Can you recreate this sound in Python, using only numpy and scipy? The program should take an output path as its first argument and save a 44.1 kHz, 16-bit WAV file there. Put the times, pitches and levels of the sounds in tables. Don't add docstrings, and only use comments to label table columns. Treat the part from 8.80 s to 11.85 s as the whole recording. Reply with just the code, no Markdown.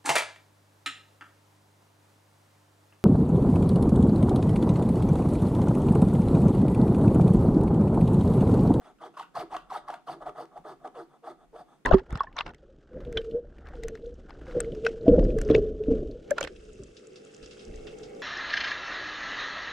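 import sys
import numpy as np
from scipy import signal
from scipy.fft import rfft, irfft, next_fast_len
from scipy.io import wavfile
from scipy.ndimage import uniform_filter1d, map_coordinates

SR = 44100
rng = np.random.default_rng(int(sys.argv[2]) if len(sys.argv) > 2 else 0)


def inscribe(sig):
    pcm = np.round(np.clip(np.atleast_2d(sig).T, -1, 1) * 32767)
    wavfile.write(sys.argv[1], SR, pcm.astype(np.int16))


def elevation(decibels):
    levels = np.asarray(decibels, float)
    return 10 ** (levels / 20)


N = 134505
T = np.arange(N) / SR

# frequency in Hz, level in dB per Hz.
AIR_SPECTRUM = [(95, -28.5), (145, 0), (330, -2.5), (700, -14.5), (2300, -23), (4000, -29.5), (8500, -31.5),
                (15600, -41)]
# time in seconds, gain in dB.
AIR_GAIN = [(0, 1), (.5, -0.5), (1.3, 1), (2.0, -1), (3.05, -1.5)]
AIR_DB, AIR_SWAY_DB = -65.5, 0.8
WHINE_HZ, WHINE_DB = 9950, -95

# frequency in Hz, level in dB per Hz.
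ARM_SPECTRUM = [(12, -27), (22, -0.5), (40, 1), (52, -11.5), (85, -15.5), (105, -46), (200, -86)]
# time in seconds, level in dB.
ARM_EFFORT = [(0.0, -84), (0.14, -69.5), (0.25, -93), (0.74, -60), (0.79, -74), (0.87, -58.5), (0.96, -84),
              (1.05, -67), (1.24, -84), (1.44, -64), (1.63, -86), (1.83, -65), (1.9, -91), (1.95, -72.5),
              (2.46, -86), (2.6, -71), (2.77, -70.5), (2.9, -83), (3.05, -85)]
ARM_SWAY_DB = 2.5

# start in seconds, level in dB.
WRIST_NUDGES = [
    (0.576, -42.5),
    (1.301, -48),
    (1.776, -46),
    (0.289, -58),
    (0.779, -55.5),
    (1.93, -58),
    (2.52, -56.5),
    (2.8, -54),
]
NUDGE_T60 = 0.26

# centre in Hz, width in Hz, level in dB.
TABLE_MODES = [(35, 21, -13), (148, 22.4, 2.5), (242, 200, -10.5)]
# centre in Hz, width in Hz, level in dB.
CARD_MODES = [(265.7, 19.6, -10), (331.5, 18.2, -2.5), (397.2, 21, -5.5), (474, 36, -7), (619.4, 49, -3),
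              (729, 59.7, -1.5), (842, 76, -6.5), (937.4, 55, -7), (1087, 151, -9), (1250, 96, -5.5),
              (1354.5, 57, -9.5), (1491, 49, -16), (1694, 54, -18.5), (1980, 30, -23.5)]
# centre in Hz, width in Hz, level in dB.
STYLUS_MODES = [(3460, 410, 3.5), (4700, 290, -8.5), (6250, 340, -1.5), (8800, 1200, -1.5),
                (12200, 410, -12)]
# centre in Hz, width in Hz, level in dB.
POINT_MODES = [(4630, 880, -0.5), (9120, 640, -5), (12140, 910, -7.5)]
# centre in Hz, width in Hz, level in dB.
SQUEAL_MODES = [(1250, 145, -3), (1460, 79, 0), (2760, 250, -13)]

# start in seconds, level in dB.
SKIDS = [
    (.185, -63),
    (.34, -60.5),
    (.372, -50),
    (0.428, -50.5),
    (0.769, -45.5),
    (1.1, -50),
    (1.134, -53),
]
SKID_T60 = 0.18

# time in seconds, peak in dB.
JOLTS = [(0.3984, -42.5), (0.5749, -28), (0.6241, -32.5), (.7445, -37.5), (.75, -40), (0.7628, -29.5),
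         (.766, -37.5), (.96, -36.5), (1.0995, -29.5), (1.143, -43), (1.296, -32.5), (1.271, -42),
         (1.422, -43), (1.464, -38), (1.48, -38.5), (1.495, -44), (1.582, -43), (1.604, -40),
         (1.776, -40.5), (1.85, -38), (1.911, -51), (2.61, -53), (1.892, -42), (2.053, -41), (2.075, -40),
         (2.2, -57), (2.472, -36), (2.484, -42), (2.761, -44)]
CONTACT_S, JOLT_RING_DB, JOLT_SNAP_DB = 0.0002, 22.5, -4

# start in seconds, length in seconds, level in dB.
PUSHES = [
    (0.196, 0.095, -73),
    (0.537, 0.11, -57.5),
    (.9, 0.097, -59.5),
    (1.263, 0.095, -61),
    (1.557, .1, -65.5),
    (1.85, 0.098, -68),
    (2.153, 0.11, -71),
    (2.443, .1, -70),
    (2.73, 0.11, -73.5),
]

# time in seconds, peak in dB.
FLAKES = [(.375, -46.5), (0.397, -42.5), (0.5534, -44.5), (.5816, -58), (0.735, -50), (0.907, -49.5),
          (0.977, -52), (1.0846, -46), (1.275, -55), (1.8946, -65), (2.0503, -67), (2.465, -58),
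          (0.7666, -36.5), (1.1038, -45), (1.1413, -44), (1.4253, -57), (1.494, -51), (1.588, -62),
          (1.655, -56), (1.7761, -54.5), (2.0761, -51.5), (2.7633, -57)]
FLAKE_DB, FLAKE_T60 = 5, 0.012

# start in seconds, length in seconds, hiss in dB, rasp in dB.
STROKES = [(.0, 0.097, -68, -61), (0.047, 0.086, -69, -56.5), (0.199, 0.097, -60, -47.5),
           (0.329, 0.055, -72, -59), (0.362, 0.085, -53, -51.5), (0.54, 0.1, -49, -39),
           (0.697, 0.088, -54.5, -43.5), (0.8, 0.3, -90, -61.5), (0.89, 0.12, -52.5, -48.5),
           (1.024, 0.2, -94, -60), (1.067, 0.11, -58, -56), (1.264, 0.094, -53.5, -42),
           (1.4, 0.057, -69, -47), (1.447, 0.07, -60.5, -42.5), (1.546, 0.11, -61.5, -43.5),
           (1.705, 0.069, -90, -58.5), (1.751, 0.053, -71, -50.5), (1.839, 0.11, -65, -45),
           (1.995, 0.07, -91, -58), (2.034, 0.066, -67.5, -49), (2.137, 0.1, -67, -46),
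           (2.289, 0.099, -86, -60), (2.43, 0.11, -67, -48), (2.577, 0.093, -85, -61.5),
           (2.739, 0.099, -68, -53), (2.862, 0.12, -80.5, -60)]
RASP_RISE_S, HISS_RISE_S, FALL_S = 0.014, 0.026, 0.037
SWELL, HISS_LATE = 0.55, 1.6

# start in seconds, length in seconds, level in dB,
# first slip rate in Hz, last slip rate in Hz.
CATCHES = [(0.218, 0.03, -41, 1199, 680), (0.245, 0.048, -48, 480.5, 330), (0.366, 0.015, -34.5, 1394, 774),
           (0.387, 0.023, -33, 1366, 745), (0.549, 0.016, -31, 1105, 930), (0.561, 0.022, -32.5, 728, 696),
           (0.589, 0.039, -39.5, 777, 658), (0.605, 0.038, -38, 433, 341), (.712, .024, -35.5, 944, 795),
           (0.739, 0.018, -33.5, 794, 740), (0.738, 0.0137, -31, 1053, 1190),
           (0.759, 0.012, -30.5, 1323, 1153), (0.896, 0.033, -33.5, 1322, 681),
           (0.935, 0.038, -33, 1204, 628), (.946, 0.017, -35.5, 1323, 1250),
           (1.075, 0.0322, -35, 1150, 700), (1.118, 0.026, -37.5, 1057, 622), (1.27, 0.023, -33, 1331, 792),
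           (1.284, 0.019, -34.5, 745, 730), (1.324, 0.069, -49, 423, 325), (1.402, 0.0314, -44.5, 694, 499),
           (1.458, 0.013, -35.5, 778, 646), (1.469, 0.036, -43, 514, 369),
           (1.573, 0.042, -41.5, 596.6, 848), (1.595, 0.053, -44.5, 498.6, 362),
           (1.752, 0.034, -42, 779.6, 722), (1.841, 0.04, -43.5, 447.6, 390),
           (1.878, 0.027, -44.5, 765, 681), (1.898, 0.042, -47.5, 410, 347), (2.039, 0.024, -38, 776, 665),
           (2.045, 0.036, -44.5, 441, 402), (2.149, 0.045, -40.5, 478.5, 423),
           (2.182, 0.052, -43.5, 404, 314.3), (2.42, 0.054, -47, 439.4, 486), (2.464, 0.026, -39, 830, 572),
           (2.488, 0.037, -44.5, 418.5, 322), (2.598, .055, -63, 735, 725), (2.724, 0.04, -44.5, 444, 502),
           (2.753, 0.012, -44.5, 703, 620), (2.78, 0.044, -49, 774, 743)]
CATCH_PEAK, CATCH_FIZZ_DB = 0.4, -30.5
JITTER, SIZE_DB = 0.092, 2.5
SHARP, SLOWS_LATE = 1.38, 1.1

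GRAINS_PER_S, GRAIN_DB, GRAIN_SHARE, CLUMP_DB = 4000, 3, 0.35, 4
# frequency in Hz, level in dB per Hz.
FIZZ_SPECTRUM = [(1500, 2.5), (2000, -1.5), (2450, -10.5), (3000, -5.5), (4700, -12), (5600, -16.5),
                 (11500, -24), (15600, -43)]
RASP_FROM_HZ, TABLE_DB = 347, -18
# time in seconds, gain in dB.
LEAN_GAIN = [(0, -6), (1.3, -3.5), (1.9, 0.5), (3.05, -1)]
SING_DB, SING_GROWS = -32.5, 0.55

# frequency in Hz, T60 in seconds.
ROOM_DECAY = [(200, 0.28), (1000, 0.24), (4000, 0.28), (12000, 0.14)]
ROOM_DB = -12

# frequency in Hz, likeness from 0 to 1.
ALIKE = [(30, 0.87), (150, 0.9), (400, 1), (1500, 1), (3000, 0.86), (8000, 0.7), (14000, 0.18)]
# frequency in Hz, left over right in dB.
BALANCE = [(60, 1.5), (180, -2.5), (550, 0.0), (1650, 0), (4970, 2.5), (15000, -3.5)]
LAG_S, LAG_TOP_HZ, TOP_HZ = 5.5e-5, 6000, 15700


def unit(x):
    return x / np.sqrt(np.mean(x ** 2) + 1e-20)


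def along(points, hz):
    f, v = np.transpose(points)
    return np.interp(np.log(hz + 1), np.log(f + 1), v)


def over_time(points):
    return np.interp(T, *np.transpose(points))


def wobble(rate):
    return map_coordinates(rng.standard_normal(int(N * rate / SR) + 4), [T * rate])


def filtered(x, response):
    m = next_fast_len(N + SR // 2)
    return irfft(rfft(x, m) * response(np.fft.rfftfreq(m, 1 / SR)), m)[..., :N]


def shaped_noise(spectrum):
    return unit(filtered(rng.standard_normal((2, N)), lambda hz: elevation(along(spectrum, hz))))


def modes(table):
    def response(f):
        total = 0
        for k, (centre, width, db) in enumerate(table):
            damping = 1j * f * width
            total = total + (-1) ** k * elevation(db) * damping / (centre ** 2 - f ** 2 + damping + 1e-9)
        return total
    return response


def dying(events, t60):
    return sum((T >= s) * elevation(db - 60 * np.abs(T - s) / t60) for s, db in events)


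def paired(two, alike):
    def mid_side(hz):
        turn = np.arccos(np.clip(along(alike, hz), -1, 1)) / 2
        return np.array([np.cos(turn), np.sin(turn)])
    mid, side = filtered(two, mid_side)
    return np.array([mid + side, mid - side])


def room_air():
    level_db = AIR_DB + over_time(AIR_GAIN) + AIR_SWAY_DB * wobble(3.18)
    return paired(elevation(level_db) * shaped_noise(AIR_SPECTRUM), [(100, 0.31), (1000, 0.21), (8000, 0.052)])


def whine():
    return elevation(WHINE_DB + 2.5 * wobble(30)) * np.sin(2 * np.pi * WHINE_HZ * T)


def room(x):
    hz, t, z = signal.stft(rng.standard_normal((2, SR // 2)), SR, nperseg=256)
    tail = signal.istft(z * elevation(-60 * t / along(ROOM_DECAY, hz)[:, None]), SR, nperseg=256)[1]
    delayed = np.pad(x, (300, 0))[None]
    return signal.fftconvolve(delayed, tail / np.linalg.norm(tail[0]), axes=1)[:, :N]


def arm():
    effort_db = over_time(ARM_EFFORT) + ARM_SWAY_DB * wobble(9.35)
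    return paired(elevation(effort_db) * shaped_noise(ARM_SPECTRUM), ALIKE)


def wrist():
    push = dying(WRIST_NUDGES, NUDGE_T60)
    return filtered(elevation(18) * push * rng.standard_normal(N), modes(TABLE_MODES))


def grit():
    noise, chance = rng.standard_normal((2, N)), rng.random((2, N))
    size = np.minimum(rng.exponential(1, (2, N)), 3.5)
    grains = unit((chance < GRAINS_PER_S / SR) * np.sign(noise) * elevation(GRAIN_DB * size))
    return np.sqrt(GRAIN_SHARE) * grains + np.sqrt(1 - GRAIN_SHARE) * noise


def clumped(x):
    z = signal.stft(x, nperseg=256)[2]
    field = uniform_filter1d(rng.standard_normal(z.shape[1:]), size=3, axis=0)
    field = uniform_filter1d(field, size=6, axis=1)
    return signal.istft(z * elevation(CLUMP_DB * unit(field)), nperseg=256)[1][:, :N]


def flakes():
    total = np.zeros((2, N))
    for s, db in FLAKES:
        total += dying([(s, db + FLAKE_DB)], FLAKE_T60) * rng.standard_normal((2, N))
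    return total


def skid():
    return dying(SKIDS, SKID_T60) * unit(filtered(grit(), modes(SQUEAL_MODES)))


def jolts():
    blows = np.zeros(N)
    for s, db in JOLTS:
        u = (T - s) / CONTACT_S
        blows -= elevation(db) * u * np.exp(-u ** 2)
    return elevation(JOLT_SNAP_DB) * blows + elevation(JOLT_RING_DB) * filtered(blows, modes(CARD_MODES))


def pushes():
    swell = np.zeros(N)
    for s, length, db in PUSHES:
        swell += elevation(db) * np.sin(np.pi * np.clip((T - s) / length, 0, 1)) ** 1.2
    shaving = unit(filtered(clumped(grit()), lambda hz: modes(POINT_MODES)(hz) ** 2))
    return swell * elevation(2.7 * wobble(200)) * shaving


def pressure(column, rise_s, late=1.0):
    total = np.zeros(N)
    for row in STROKES:
        t, length = T - row[0] + RASP_RISE_S / 2, row[1]
        bite = np.clip(t / rise_s, 0, 1)
        lift = np.clip((length - t) / FALL_S + 0.5, 0, 1)
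        arch = np.sin(np.pi * np.clip(t / length, 0, 1) ** late)
        total += elevation(row[column]) * (bite * lift) ** 2 * np.abs(1 - SWELL + SWELL * arch)
    return total


def chatter():
    force, strength = np.zeros(N), np.zeros(N)
    unsteady, size = np.exp(JITTER * wobble(350)), elevation(SIZE_DB * wobble(500))
    for s, length, db, hz, last_hz in CATCHES:
        span = slice(round(s * SR), round((s + length) * SR))
        u = (T[span] - s) / length
        rate = hz * (last_hz / hz) ** np.abs(u) ** SLOWS_LATE * unsteady[span]
        slips = np.exp(SHARP * np.cos(2 * np.pi * np.cumsum(rate) / SR))
        ramp = np.clip(np.minimum(u / CATCH_PEAK, (1 - u) / (1 - CATCH_PEAK)), 0, 1)
        shape = elevation(db) * np.sin(np.pi / 2 * ramp) ** 0.57
        force[span] += shape * unit(slips - slips.mean()) * size[span]
        strength[span] += shape
    return force, strength


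def rasp(x):
    def response(hz):
        low_cut = 1j * hz / (RASP_FROM_HZ + 1j * hz)
        return modes(CARD_MODES)(hz) * low_cut + elevation(TABLE_DB) * modes(TABLE_MODES)(hz)
    return filtered(x, response)


def fizz(x):
    return filtered(x, lambda hz: elevation(along(FIZZ_SPECTRUM, hz)) * np.clip(hz / 1500, 0, 1) ** 4)


def sing(hiss):
    tone = unit(filtered(grit(), lambda hz: modes(STYLUS_MODES)(hz) ** 2))
    return tone * elevation(SING_DB + over_time(LEAN_GAIN)) * hiss ** SING_GROWS


def stylus():
    force, strength = chatter()
    low, high = grit(), clumped(grit())
    uneven = elevation(1.17 * wobble(60))
    hiss = pressure(column=2, rise_s=HISS_RISE_S, late=HISS_LATE)
    rubbing = low * pressure(column=3, rise_s=RASP_RISE_S) * uneven
    tearing = high * (hiss * uneven + elevation(CATCH_FIZZ_DB) * strength) + flakes()
    body = rasp(rubbing) / rasp(low).std()
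    air = fizz(tearing) / fizz(high).std()
    ring = elevation(6.5) * filtered(force, modes(CARD_MODES))
    struck = (ring + jolts()) * [[1], [0.6]]
    return body + struck + air + sing(hiss) + pushes() + skid()


def scene():
    scrape = stylus()
    answer = elevation(ROOM_DB) * paired(room(scrape[0]), [(300, 1.0), (3000, 0.25)])
    return paired(scrape, ALIKE) + answer + room_air() + arm() + whine() + wrist()


def low_pass(x):
    return signal.sosfilt(signal.butter(12, 15700, fs=SR, output="sos"), x)


def record(dry):
    side = np.array([[0.5], [-0.5]])

    def pair(hz):
        lag = LAG_S * side / (1 + (hz / LAG_TOP_HZ) ** 2)
        return (hz < TOP_HZ) * elevation(side * along(BALANCE, hz)) * np.exp(-2j * np.pi * hz * lag)
    return low_pass(filtered(dry, pair))


dry = scene()
out = record(dry)
inscribe(out)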